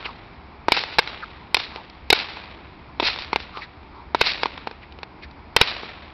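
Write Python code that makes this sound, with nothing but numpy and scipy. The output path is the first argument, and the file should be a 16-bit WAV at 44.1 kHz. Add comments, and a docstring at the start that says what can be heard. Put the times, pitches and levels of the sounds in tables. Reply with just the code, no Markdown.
"""Two whips crack on a park lawn, a few metres from a small camera microphone that overloads.
Each crack is a shock wave and its bounce off the ground; the trees spray it back, walls and trunks
return single slaps, then the park rings on. Between the cracks the thongs swish and pop,
over a bed of distant traffic and two droning engines."""
import sys
import numpy as np
from scipy import signal
from scipy.fft import rfft, irfft
from scipy.io import wavfile

SR = 44100
rng = np.random.default_rng(int(sys.argv[2]) if len(sys.argv) > 2 else 0)


def pcm_store(signal):
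    """Save signal as 16-bit PCM."""
    levels = np.round(np.clip(np.atleast_2d(signal), -1, 1) * 32767)
    wavfile.write(sys.argv[1], SR, levels.astype(np.int16).T)


N = 270333
TIME = np.arange(N) / SR
BAND_HZ = 5900  # top of the microphone's band

# whip cracks: t/s, level before overload/dB, shock length/ms, ground bounce delay/ms, bounce/dB,
# raggedness/dB, tree echo/dB, tree echo delay/s
CRACKS = [(0.6839, 3, .18, 3.2, -6.5, -13.5, -23.5, 0.057), (.7202, 10.5, 0.056, 3.1, -9.5, -4, -21, 0.059),
          (.9850, 2, 0.094, 1.25, -7, 1.5, -39, 0.097), (0.9908, 7, 0.091, 1.86, -12, 0.5, -41, 0.071),
          (1.545, 6, 0.05, 1.93, -17.5, 1.5, -28, 0.053), (1.5686, -7.5, 0.14, 2.83, -5.5, 5, -37, .070),
          (2.1024, 10, 0.047, 2.39, -3, -3, -22.5, .047), (2.1275, 9.5, 0.14, 2.62, -6.5, 2, -26.5, 0.063),
          (2.999, -5, 0.25, 3.08, -2, 3, -25.5, 0.04), (3.0259, -13, 1, 3.24, 1, -5, -16.5, 0.034),
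          (3.3308, -5.5, 0.34, .9, -4.5, 2, -39, 0.08), (3.3600, -0.5, 0.16, 1.7, -38, -1, -48, 0.028),
          (4.1474, 1.5, 0.2, 3.12, -6, -3, -25, .066), (4.2128, 7.5, 0.074, 1.9, -2, -2.5, -17.5, 0.06),
          (4.4333, -2, 0.15, 1.8, -21, 1, -55, 0.045), (4.4574, -6.5, 0.26, 0.9, -2.5, 0, -53, 0.052),
          (5.5643, 12.5, 0.067, 1.9, -6.5, -1, -21.5, 0.054),
          (5.6130, 9.5, 0.082, 2.07, -6.5, 2.5, -25, 0.065)]
# bright colour of the tree spray and the swish hiss: f/Hz, level/dB
SPRAY_COLOUR = [(100, -11.5), (350, -24.5), (900, -8.5), (1700, -3), (2500, 4), (3100, -2), (3900, 4),
                (4600, 1), (5300, -7.5), (6000, -13.5)]


def gain_of(db):
    """Decibels to amplitude."""
    return 10 ** (np.asarray(db) / 20)


def evened(x):
    """Scales to rms 1."""
    return x / np.sqrt(np.mean(x ** 2) + 1e-20)


def read(points, hz):
    """Reads a curve on a log-frequency axis."""
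    f, value = np.transpose(points)
    return np.interp(np.log(hz + 1), np.log(f + 1), value)


def add(mix, s, sound):
    """Mixes a sound in at time s."""
    part = mix[max(round(s * SR), 0):][:len(sound)]
    part += sound[:len(part)]


def equalised(x, curve):
    """Runs x through an EQ curve."""
    return irfft(rfft(x) * gain_of(read(curve, np.fft.rfftfreq(len(x), 1 / SR))), len(x))


def coloured(x, curve):
    """Gives x a tone colour, at rms 1."""
    return evened(equalised(x, curve))


def wander(size, hz):
    """Smooth random drift of rms 1, rolling off above hz."""
    rolloff = np.exp(-(np.fft.rfftfreq(size, 1 / SR) / hz) ** 2)
    return evened(irfft(rfft(rng.standard_normal(size)) * rolloff, size))


def low_pass(x, hz, taps):
    """A steep linear-phase low-pass."""
    return signal.oaconvolve(x, signal.firwin(taps, hz, window=("kaiser", 8), fs=SR), "same")


def traffic(level_db=-44.5):
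    """The wash of distant streets, barely swelling."""
    street_colour = [(12, -51), (20, -19.5), (65, -6), (82, -8.5), (97, -12.5), (352, -15.5), (537, -24),
                     (746, -18.5), (922, -16.5), (1220, -22.5), (1780, -28), (2310, -24.5), (2850, -34.5),
                     (4890, -38), (5500, -46), (7150, -74), (12100, -120)]  # rumble and tyre wash: f/Hz, level/dB
    swell_db = .5 * wander(N, hz=2)
    return gain_of(level_db + swell_db) * coloured(rng.standard_normal(N), street_colour)


def engines(throb=0.29, fade_s=.15):
    """Two far engines drone and throb, one slowing, one gathering speed."""
    glides = [(0, 3.65, 74, 61.97, -55.5), (1.601, 6.13, 68, 78, -53.5)]  # drones: start t/s, end t/s, start f/Hz, end f/Hz, level/dB
    out = np.zeros(N)
    for start, end, from_hz, to_hz, db in glides:
        turns = np.cumsum(np.interp(TIME, [start, end], [from_hz, to_hz])) / SR
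        fade = np.interp(TIME, [start - fade_s, start, end, end + fade_s], [0, 1, 1, 0])
        drone = np.sin(2 * np.pi * turns) * (1 + throb * wander(N, hz=8))
        out += gain_of(db) * fade * evened(drone)
    return out


def echo_grain(per_s, flicker_db, uneven_db=2):
    """Thousands of tiny echoes of random size, a few large, arriving in clumps."""
    clicks = rng.standard_normal(N) * (rng.random(N) < per_s / SR)
    clicks *= gain_of(uneven_db * np.minimum(rng.exponential(1, N), 4))
    return clicks * gain_of(flicker_db * wander(N, hz=111))


def park_tail(build_s=0.0067, shock_send_db=-43.5, tree_send_db=-16):
    """Far echoes of every crack and its tree spray die away, the bass lasting longest."""
    tail_colour = [(100, -19.5), (350, -4), (900, 0.5), (1700, -2), (2400, 0), (3100, -4.5), (3900, -2.5),
                   (5000, -13), (6000, -22)]  # tone of the park's reverb: f/Hz, level/dB
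    decay_times = [(200, 1.7), (900, 1.43), (2500, 1.585), (5000, 1.35)]  # its decay: f/Hz, T60/s
    grain = coloured(echo_grain(per_s=6000, flicker_db=1.97), tail_colour)
    hz, t, spectrum = signal.stft(grain, SR, nperseg=256)
    t60 = read(decay_times, hz)[:, None]
    sends = [(-0.21, gain_of(-33))]  # a crack just before the start still rings
    for s, db, *_, tree_db, _ in CRACKS:
        sends.append((s, np.hypot(gain_of(db + shock_send_db), gain_of(tree_db + tree_send_db))))
    power = 0
    for s, send in sends:
        age = np.maximum(t - s, 0)
        attack = 1 - np.exp(-age / build_s)
        power += (send * attack * gain_of(-60 * age / t60)) ** 2
    return signal.istft(spectrum * np.sqrt(power), SR, nperseg=256)[1][:N]


def swell_power(s, db, rise_s, fall_s=0.038):
    """The spray's power swells as the shock enters a tree, peaks at time s and fades as it leaves."""
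    return gain_of(db) ** 2 * np.exp(-2 * np.maximum((s - TIME) / rise_s, (TIME - s) / fall_s))


def tree_echoes(far_row_s=0.16, far_row_db=-18):
    """Each crack comes back as a crackling spray from the branches, then again from farther trees."""
    power = 0
    for s, *_, db, delay in CRACKS:
        power += swell_power(s + delay, db, rise_s=0.014)
        power += swell_power(s + delay + far_row_s, db + far_row_db, rise_s=0.055)
    return np.sqrt(power) * coloured(echo_grain(per_s=7500, flicker_db=2.0), SPRAY_COLOUR)


def shock(length_ms, size=2048):
    """A pressure jump with its suction, ringing the microphone port; peak 1."""
    resonances = [(463.5, 158, 9.5), (848, 296, 9.5), (1380, 370, -4.5), (2310, 870, -2), (3580, 670, -1.5),
                  (4570, 1900, -14.5)]  # camera case and microphone port: f/Hz, width/Hz, level/dB
    jf = 1j * np.fft.rfftfreq(size, 1 / SR)
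    scaled_jf = 2 * np.pi * jf * length_ms / 1000
    pulse = scaled_jf / (1 + scaled_jf) ** 2
    port = sum(gain_of(db) * jf * width / (hz ** 2 + jf * width + jf ** 2)
               for hz, width, db in resonances)
    band = 1 / (1 + (abs(jf) / BAND_HZ) ** 20)
    lead_in = np.exp(-2 * np.pi * jf * 10 / SR)  # ten samples of room ahead of the front
    wave = irfft(pulse * port * band * lead_in, size)
    return -wave / abs(wave).max()


def roughened(wave, share_db, fade_s):
    """A frayed tip, uneven ground or bark adds a short scatter behind a wave."""
    bump_colour = [(200, -22), (900, -12.5), (2300, 3.5), (5000, 0)]  # small bumps scatter mostly treble: f/Hz, level/dB
    t = np.arange(len(wave)) / SR
    bumps = coloured(rng.standard_normal(len(t)), bump_colour) * np.exp(-t / fade_s)
    scatter = signal.fftconvolve(wave, bumps / np.linalg.norm(bumps))[:len(t)]
    scatter -= wave * (scatter @ wave) / (wave @ wave)  # the front keeps its strength
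    return wave + gain_of(share_db) * scatter


def slaps():
    """Crisp single echoes, a little smeared by the walls and trunks that throw them back."""
    returns = [(0.767, -7.5), (0.7731, -6), (0.8025, -21), (.8375, -11.5), (1.075, -14), (1.6015, -15.5),
               (3.085, -8), (3.161, -18), (3.188, -16.5), (3.402, -20), (4.2685, -9)]  # slapbacks: t/s, level/dB
    out = np.zeros(N)
    for s, db in returns:
        add(out, s, gain_of(db) * roughened(shock(length_ms=.08), share_db=1, fade_s=.003))
    return out


def swishes(sag_octaves=0.15, width_share=0.27):
    """Vortices shed by the thong give a fuzzy whistle that sinks as it slows, in a rush of air."""
    # swings of the thong: t/s, level/dB, half length/s, f/Hz, hiss against whistle/dB
    swings = [(.06, -28.5, 0.0075, 2450, -7.5), (0.076, -37, 0.027, 1128, -10),
              (0.543, -50, 0.022, 942, -16), (1.233, -31.5, .008, 1540, -14),
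              (1.771, -40.5, .032, 940, -17), (2.901, -51, 0.016, 950, -16), (3.579, -36, .024, 1111, -7.5),
              (3.63, -37.5, 0.015, 1990, -3), (3.986, -45.5, 0.04, 1003, -13),
              (4.835, -43, .0061, 2280, -8), (5.238, -41.5, 0.01, 2120, -1.5)]
    out = np.zeros(N)
    for s, db, half_s, hz, hiss_db in swings:
        t = np.arange(max(-s, -3 * half_s), 3 * half_s, 1 / SR)
        turns = np.cumsum(hz * 2 ** (-sag_octaves * t / half_s)) / SR
        fuzz = wander(len(t), width_share * hz) + 1j * wander(len(t), width_share * hz)
        whistle = evened((fuzz * np.exp(2j * np.pi * turns)).real)
        hiss = gain_of(hiss_db) * coloured(rng.standard_normal(len(t)), SPRAY_COLOUR)
        swell = np.exp(-(t / half_s) ** 2 / 2)
        add(out, s + t[0], gain_of(db) * swell * (whistle + hiss))
    return out


def snap(length_ms, bounce_ms, bounce_db, ragged_db):
    """The shock arrives directly, made ragged by the frayed tip, then again off the lawn."""
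    wave = roughened(shock(length_ms), share_db=ragged_db, fade_s=0.0032)
    bounce = gain_of(bounce_db) * roughened(wave, share_db=-9.5, fade_s=0.0022)
    add(wave, bounce_ms / 1000, bounce)
    return wave


def pops():
    """The thong snaps straight without cracking, too softly to wake the trees; a few faint ticks stand among
    them."""
    soft_pops = [(.0570, -20.5, 0.24), (1.76, -19.5, 0.3), (1.899, -35, 0.035), (2.37, -22.5, .19),
                 (3.572, -21.5, 0.33), (4.577, -21.5, 0.21), (4.672, -13, 0.41), (4.712, -24.5, 0.39),
                 (4.923, -37, .04), (4.988, -28, 0.44), (5.0315, -18, 0.19), (5.311, -41.5, 0.026),
                 (5.833, -22.5, 0.89)]  # soft pops and faint ticks: t/s, level/dB, pulse length/ms
    out = np.zeros(N)
    for s, db, length_ms in soft_pops:
        add(out, s, gain_of(db) * snap(length_ms, bounce_ms=2.33, bounce_db=-22, ragged_db=6.5))
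    return out


def cracks():
    """Full shock waves in pairs: one whip just after the other."""
    out = np.zeros(N)
    for s, db, length_ms, bounce_ms, bounce_db, ragged_db, _, _ in CRACKS:
        add(out, s, gain_of(db) * snap(length_ms, bounce_ms, bounce_db, ragged_db))
    return out


def scene():
    """Whips, their echoes and the town, in mono."""
    whips = cracks() + pops() + slaps() + tree_echoes() + park_tail() + swishes()
    return (whips + traffic() + engines())[None]


def record(dry, headroom=2.2, lopsided=0.42, ceiling=.73):
    """The camera hears a narrow band; loud cracks overload it with a low thump and a treble splash."""
    treble_eq = [(5500, 0), (7000, -6), (10000, -1), (16000, -2)]  # response after the overload: f/Hz, level/dB
    narrow = low_pass(dry[0], BAND_HZ, taps=141)
    # the capsule saturates softly and yields unequally to push and pull
    pressed = headroom * np.tanh(narrow / headroom)
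    pressed += lopsided * pressed ** 2 * np.tanh(pressed ** 2)
    driven = low_pass(pressed, BAND_HZ + 100, taps=141)
    clipped = driven / (1 + (driven / ceiling) ** 20) ** (1 / 20)
    return low_pass(equalised(clipped, treble_eq), hz=16600, taps=255)[None]


dry = scene()
out = record(dry)
pcm_store(out)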